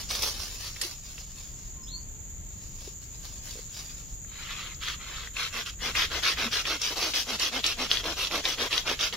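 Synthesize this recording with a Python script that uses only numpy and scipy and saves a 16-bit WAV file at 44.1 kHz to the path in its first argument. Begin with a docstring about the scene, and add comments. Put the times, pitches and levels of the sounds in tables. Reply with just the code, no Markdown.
"""A bamboo grove, heard from two metres on a phone with two microphone ports and gain control.
Far traffic rumbles and cicadas hiss throughout. A pruning saw is laid on dry litter and twigs crack.
A bird calls around 2 s, then the leaves stir as the saw is picked up. From 4.4 s to 9.2 s it is drawn
to and fro through a thick shoot, cautiously at first. Its teeth tear fibres: dense ticks ring the blade,
the tooth beat drums the shoot, tough fibres snap."""
import sys
import numpy as np
from scipy import signal
from scipy.fft import rfft, irfft
from scipy.io import wavfile
from scipy.ndimage import uniform_filter1d

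SR = 44100
rng = np.random.default_rng(int(sys.argv[2]) if len(sys.argv) > 2 else 0)


def materialize(psi):
    """Save the field psi as 16-bit PCM at rate SR to the path in sys.argv[1].

    A 1-D psi becomes a single channel; in a 2-D psi each row is a channel.
    """
    bounded = np.clip(np.atleast_2d(psi).T, -1, 1)
    quanta = np.round(bounded * 32767).astype(np.int16)
    wavfile.write(sys.argv[1], SR, quanta)


N = 403956


def undb(db):
    return 10 ** (np.asarray(db) / 20)


def unit(x):
    return x / np.sqrt(np.mean(x ** 2))


def colour(x, outline):
    """Causal filter with an outline of (frequency [Hz], gain [dB]), from the folded cepstrum."""
    hz, db = np.transpose(outline)
    gain_db = np.interp(np.log(np.arange(4097) * SR / 8192 + 1), np.log(hz), db)
    cepstrum = irfft(gain_db * np.log(10) / 20)
    cepstrum[1:4096] *= 2
    cepstrum[4097:] = 0
    return signal.fftconvolve(x, irfft(np.exp(rfft(cepstrum))))[:N]


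def band(x, lo_hz, hi_hz, order=2):
    sos = signal.butter(order, [lo_hz, min(hi_hz, .45 * SR)], "bandpass", fs=SR, output="sos")
    return signal.sosfilt(sos, x)


def ring(x, modes):
    """A body's resonances, all driven by the same force."""
    return sum(undb(db) * np.sqrt(100 / width) * signal.lfilter(*signal.iirpeak(hz, hz / width, SR), x)
               for hz, width, db in modes)


def ticks(per_s, spread_db):
    """Random one-sample ticks, a few much larger than the rest."""
    hit = rng.random(N) < per_s / SR
    return unit(hit * rng.standard_normal(N) * undb(spread_db * np.minimum(rng.exponential(size=N), 5)))


def walk(per_s):
    """Random levels held 1 / per_s seconds and smoothed twice; spread near 1."""
    hold = int(SR / per_s)
    steps = np.repeat(rng.standard_normal(N // hold + 1), hold)
    return 1.3 * uniform_filter1d(uniform_filter1d(steps, hold), hold)[:N]


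def cracks(events, cycles, tail_s, tail_db):
    """Each crack is a few damped cycles at its pitch and a short noisy tail."""
    out, t = np.zeros(N + SR // 10), np.arange(SR // 10) / SR
    for s, db, hz in events:
        tail = band(rng.standard_normal(len(t)), hz / 2.3, hz * 1.94) * np.exp(-t / tail_s)
        burst = np.sin(2 * np.pi * hz * t) * t * hz / cycles * np.exp(1 - t * hz / cycles)
        out[int(s * SR):int(s * SR) + len(t)] += undb(db) * (burst + undb(tail_db) * tail)
    return out[:N]


def traffic_and_air():
    """Far traffic rumbles alike at both ports; the hiss of the air is unlike at each."""
    # spectrum of the grove's background: (frequency [Hz], relative level [dB])
    spectrum = [(12, -42), (20, -2.5), (50, -3.5), (163, -15.5), (257, -25), (1080, -41.5), (1610, -42),
                (1950, -40.5), (2310, -41.5), (4100, -44.5), (6000, -48), (7800, -78), (13200, -120)]
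    mid, side = (colour(rng.standard_normal(N), spectrum + [(7000, -100)]) for _ in range(2))
    side = side * undb(-18) + signal.sosfilt(signal.butter(1, 400, "highpass", fs=SR, output="sos"), side)
    ports = np.array([undb(-.5) * (mid + side), undb(-2) * (mid - side)])
    return unit(ports) * undb(-46.5 + 1.95 * walk(2.83))


def cicadas():
    """A chorus on all sides: dense clicks merge into a throbbing hiss."""
    # spectrum of the chorus: (frequency [Hz], relative level [dB])
    spectrum = [(5800, -32), (6400, -10.5), (6850, -2.5), (7400, -9), (7900, -25), (8300, -66),
                (12000, -46), (13000, -27), (14800, -22.5), (15800, -56)]
    chorus = np.array([unit(colour(ticks(4000, .42) * undb(.89 * walk(45)), spectrum)) for _ in range(2)])
    return chorus * undb(-47 + .23 * walk(1.5))


def bird():
    """Husky whistles that waver and hang among the stems."""
    # one contour a note: (time [s], pitch [Hz], level [dB])
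    notes = [
        [(1.82, 5240, -68), (1.84, 5150, -48), (1.9, 5050, -72)],
        [(1.87, 3170, -53), (1.89, 3800, -52), (1.92, 4330, -45), (1.96, 4445, -43.5), (2.03, 4490, -72),
         (2.09, 4470, -72)],
        [(1.5, 992, -74), (1.7, 1005, -81), (1.8, 1040, -67), (1.95, 1040, -72), (2.17, 872, -76),
         (2.3, 856, -82)],
        [(2.5, 3700, -72), (2.55, 3350, -69), (2.62, 3150, -73)],
    ]
    t, song = np.arange(N) / SR, 0
    for note in notes:
        s, hz, db = np.transpose(note)
        phase = 2 * np.pi * np.cumsum(np.interp(t, s, hz) * (1 + .02 * walk(150))) / SR
        song = song + undb(np.interp(t, s, db, -120, -120) + 2.6 * walk(40.1)) * np.sin(phase)
    tail = rng.standard_normal(SR // 4) * np.exp(-t[:SR // 4] / .027)
    return song + undb(.5) * signal.oaconvolve(song, tail / np.linalg.norm(tail))[:N]


def litter():
    """Hands and boots stir dry leaves, which crackle in dense grains; stalks add a duller scrape."""
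    # stirs: (peak time [s], level [dB], 20 dB rise [s], 20 dB fall [s], stalks against leaves [dB])
    rustles = [(0.0, -39, .05, .15, -14), (0.105, -30, .02, .35, -11), (0.23, -27.5, .02, .15, -10),
               (0.275, -29, .08, .06, -11), (0.42, -34, .14, .3, -13), (0.61, -37, .05, .3, -15),
               (0.767, -43, .04, .1, -12), (0.825, -28, .03, .11, -13), (1.05, -42, .12, .19, -13),
               (1.184, -46, .08, .35, -12), (1.373, -51, .1, .5, -13), (1.669, -56, .2, .15, -11),
               (2.616, -54, .2, .3, -11), (2.85, -47.5, .18, .12, -10), (3.03, -50, .05, .12, -18),
               (3.16, -51, .08, .15, -13), (3.25, -48, .1, .15, -13), (3.34, -47, .12, .15, -10),
               (3.53, -43, .18, .2, -14), (3.815, -41, .15, .14, -14), (3.9, -46, .04, .2, -17),
               (4.094, -59, .1, .18, -8)]
    # spectrum of dry leaves: (frequency [Hz], relative level [dB])
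    leaves = [(710, -43), (1200, 0), (1950, -0.5), (2510, 1), (3210, 1.5), (5860, 4.5), (7710, -25),
              (8480, -7), (15000, -10)]
    peak_s, level_db, rise_s, fall_s, stalk_db = np.transpose(rustles)[:, :, None]
    steps = np.arange(0, N, 64)
    leaf_db = level_db - 20 * np.maximum((steps / SR - peak_s) / fall_s, (peak_s - steps / SR) / rise_s)
    stir = lambda db: np.interp(np.arange(N), steps, np.linalg.norm(undb(db), axis=0))
    grains = (ticks(4000, 1.3) + .5 * ticks(500, 1.7)) * undb(2 * walk(30))
    scrape = unit(band(grains, 310, 2340)) * stir(leaf_db + stalk_db)
    return unit(colour(grains, leaves)) * stir(leaf_db) + scrape


def twigs():
    """Twigs on the ground crack and knock."""
    # cracks and knocks: (time [s], level [dB], pitch [Hz])
    hits = [(0.093, -29, 5300), (0.11, -19.5, 3700), (0.152, -17.5, 3850), (0.222, -16.5, 5870),
            (0.763, -31, 2070), (0.814, -13.5, 5300), (1.18, -30.5, 2800), (1.384, -41, 3340),
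            (2.875, -39, 393), (3.555, -44, 476), (3.57, -47, 477), (3.59, -40.5, 470)]
    return cracks(hits, cycles=.91, tail_s=.0042, tail_db=-3.5)


def bumps():
    """The handle meets the ground with a dull bump; later the blade binds with another."""
    # bumps: (time [s], level [dB], pitch [Hz])
    hits = [(.845, -41, 353), (6.455, -31, 230)]
    return cracks(hits, cycles=2, tail_s=.02, tail_db=-20)


def fibre_snaps():
    """Tough fibres snap sharply under the teeth."""
    # snaps: (time [s], level [dB], pitch [Hz])
    snaps = [(4.2478, -42, 1770), (4.7456, -29, 5130), (5.2733, -28.5, 1900), (5.3672, -18, 2597),
             (5.9524, -12.5, 2190), (6.2345, -13, 3527), (6.373, -21, 2200), (6.5287, -25, 2920),
             (6.6538, -13.5, 2626), (6.8168, -11, 5560), (7.1367, -10, 3316), (7.1605, -8.5, 4565),
             (7.397, -12, 5700), (7.6418, -5, 3500), (7.665, -4.5, 5530), (7.9144, -2, 3380),
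             (7.9713, -9, 3360), (8.0406, -19, 3300), (8.2487, -11, 3450), (8.2714, -16, 3485),
             (8.312, -19, 2500), (8.4539, -5.5, 3430), (8.584, -20, 2500), (8.7293, -10, 3160),
             (8.7784, -5, 3597), (8.876, -14, 2800), (8.992, -18, 3200), (9.0108, -16, 3330),
             (9.1267, -16, 3110)]
    return cracks(snaps, cycles=.69, tail_s=.0014, tail_db=-23)


def arm_force(start, end, middle_db, is_pull):
    """Force rises as the teeth bite and dies as the arm turns. Also gives each sample's stroke number."""
    t, span = np.arange(N) / SR, end - start
    entry_db = middle_db + np.where(is_pull, -1, -3)
    exit_db = middle_db + np.where(is_pull, -4, -3)
    bite = start - .006 - .6 * span ** 2  # long, cautious strokes begin gently
    times = [bite, start + .0059, start + span / 6, start + span / 2,
             end - span / 6, end - .004, end + .014]
    levels = [entry_db - 18, entry_db - 3, entry_db, middle_db, exit_db, exit_db - 3, exit_db - 18]
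    force_db = np.interp(t, np.maximum.accumulate(np.ravel(times, "F")), np.ravel(levels, "F"))
    stroke = np.clip(np.searchsorted(bite - .015, t) - 1, 0, None)
    moving = uniform_filter1d(1. * (t > bite[0]) * (t < end[stroke] + .04), 400)
    return moving * undb(force_db + .82 * walk(60)), stroke


def saw():
    """Within each stroke the teeth beat and tear fibres, ringing the blade and drumming the shoot."""
    # push and pull in turn, a push first: (start [s], end [s], level [dB], nominal tooth beat [Hz])
    strokes = [(4.361, 4.736, -43, 194.4), (4.817, 4.951, -38, 204), (5.011, 5.282, -43.5, 191.2),
               (5.362, 5.486, -34.5, 292.6), (5.522, 5.628, -36, 215.8), (5.654, 5.702, -39, 191),
               (5.816, 5.916, -34, 248), (5.948, 6.061, -28, 319.5), (6.106, 6.204, -32, 317.6),
               (6.226, 6.338, -26, 350.5), (6.369, 6.482, -29.5, 247), (6.518, 6.619, -28, 285.4),
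               (6.651, 6.769, -30.5, 348), (6.81, 6.943, -30.5, 218.6), (6.945, 7.123, -31, 341.6),
               (7.131, 7.231, -29, 294.7), (7.268, 7.366, -32, 243.5), (7.391, 7.492, -28, 305.3),
               (7.52, 7.605, -30, 248.8), (7.638, 7.733, -27, 318.3), (7.776, 7.869, -29.5, 247.1),
               (7.899, 8.006, -29, 329), (8.038, 8.137, -31, 319.7), (8.167, 8.278, -30, 349),
               (8.307, 8.407, -30.5, 322.6), (8.439, 8.546, -29, 325.7), (8.58, 8.681, -30.5, 256.6),
               (8.704, 8.81, -29, 321.5), (8.858, 8.944, -29, 325.5), (8.992, 9.088, -27, 275.8),
               (9.125, 9.155, -33.5, 209.7)]
    # colour of a pull as the cut deepens, against the stroke's level:
    # (time [s], shoot [dB], kerf [dB], edge [dB], groan within the shoot [dB], blade hum [dB])
    depth = [(4.5, -21, -5, -7, -12, -13), (5.1, -19, -4, -6.5, -12, -11), (5.5, -16, -3.5, -3, -12, -17),
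             (6.2, -13, -3, -3, -13, -18), (6.7, -13, -6, -2, -11, -20), (7.05, -13.5, -9, 1.5, -8, -22),
             (7.6, -12.5, -8, -4.5, -5, -22), (8.2, -8.5, -7, -1.5, -11, -22),
             (9.1, -10.5, -6, -4, -14, -22)]
    # resonances of the blade: (frequency [Hz], width [Hz], level [dB])
    blade_modes = [(1330, 82, -10), (1410, 33, -11), (2075, 350, 25), (2730, 260, 8.5), (3215, 200, 10),
                   (4120, 200, -3), (4750, 140, -8), (5440, 570, 14)]
    # resonances of the shoot: (frequency [Hz], width [Hz], level [dB])
    shoot_modes = [(473, 80, -2), (625, 380, -4), (990, 250, -2)]
    # a push loads the shoot, adding: (shoot [dB], kerf [dB], edge [dB], groan [dB], blade hum [dB])
    push_db = (6.5, 2, -1, 6, 0.1)
    start, end, middle_db, teeth_hz = np.transpose(strokes)
    is_pull = np.arange(len(start)) % 2
    force, stroke = arm_force(start, end, middle_db, is_pull)
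    depth_s, *pull_db = np.transpose(depth)
    part_db = [np.interp(start, depth_s, db) + push * (1 - is_pull) for db, push in zip(pull_db, push_db)]
    shoot_gain, kerf_gain, edge_gain, groan_gain, hum_gain = (
        undb(uniform_filter1d(db[stroke], 400)) for db in part_db)
    # the arm is quickest early in the stroke, so the tooth beat arches and sags
    progress = np.clip((np.arange(N) / SR - start[stroke]) / (end - start)[stroke], 0, 1)
    beat_hz = teeth_hz[stroke] * (1.03 - .5 * (progress - .35) ** 2) * (1 + .07 * walk(100))
    teeth_passed = np.cumsum(beat_hz) / SR
    impacts = np.diff(np.floor(teeth_passed), prepend=0) * undb(3 * rng.standard_normal(N)) * force
    beat = (1 + .048 * np.cos(2 * np.pi * teeth_passed)) * force
    shared_ticks = ticks(400, 2.2)

    def tearing(lo_hz, hi_hz, modes, ring_db):
        """Tearing noise in one range with the resonances that lie there."""
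        tear = (ticks(6000, 2.1) + .5 * shared_ticks) * beat * undb(.31 * walk(25))
        return unit(unit(band(tear, lo_hz, hi_hz, order=3)) + undb(ring_db) * unit(ring(tear, modes)))

    kerf = tearing(1080, 2400, blade_modes[:3], ring_db=-5)
    blade = tearing(2400, 4300, blade_modes[3:6], ring_db=-10)
    edge = tearing(4300, 6400, blade_modes[6:], ring_db=-6)
    # fine dust and shaken leaves hiss on top and swell less than the cut
    edge += undb(-11.5) * unit(band(ticks(9000, 2.2) * force ** .67, 7700, 14600))
    # the harder the shoot is loaded, the more it groans at the tooth beat
    groan = unit(band(impacts, 170, 373)) + undb(-2) * unit(band(impacts, 346, 754))
    shoot = unit(tearing(284, 1510, shoot_modes, ring_db=-1) + groan_gain * groan)
    # the blade's free length hums most while the cut is shallow
    hum = tearing(1100, 1450, blade_modes[:1], ring_db=-3)
    mix = undb(.5) * blade + kerf_gain * kerf + edge_gain * edge + shoot_gain * shoot + hum_gain * hum
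    return np.sqrt(np.mean(force ** 2)) * mix


def thicket(x, wet_db, decay_s, split_hz):
    """Swaying stems and moving hands scatter the treble to each port by paths that keep changing."""
    t = np.arange(SR // 16) / SR
    low = signal.sosfilt(signal.butter(1, split_hz, fs=SR, output="sos"), x)
    treble = x - low
    ports = np.array([low + .4 * treble] * 2)
    for port in ports:
        paths = np.array([walk(25) for _ in range(5)])
        for weight in paths / np.linalg.norm(paths, axis=0):
            echo = rng.standard_normal(len(t)) * (np.exp(-t / decay_s) + undb(-18) * np.exp(-t / .062))
            port += undb(wet_db) * signal.oaconvolve(weight * treble, echo / np.linalg.norm(echo))[:N]
    return ports


def scene():
    """The work and the bird reach the microphone through the stems, over traffic and cicadas."""
    near = saw() + fibre_snaps() + litter() + twigs() + bird() + bumps()
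    balance = undb([[.25], [-.25]])  # the man crouches a little to the left of the ports
    return thicket(near, wet_db=-.5, decay_s=.0044, split_hz=1980) * balance + traffic_and_air() + cicadas()


def record(dry):
    """The phone turns its gain down while the saw is loud and cuts the top."""
    response_s, knee_db, top_hz = .35, -30.5, 15700
    pole = np.exp(-1 / (response_s * SR))
    loudness = np.sqrt(signal.lfilter([1 - pole], [1, -pole], np.mean(dry ** 2, axis=0)) + 1e-12)
    gain = undb(3.5) * (1 + loudness / undb(knee_db)) ** -.6
    return signal.sosfilt(signal.ellip(10, .2, 80, top_hz, fs=SR, output="sos"), gain * dry)


dry = scene()
out = record(dry)
materialize(out)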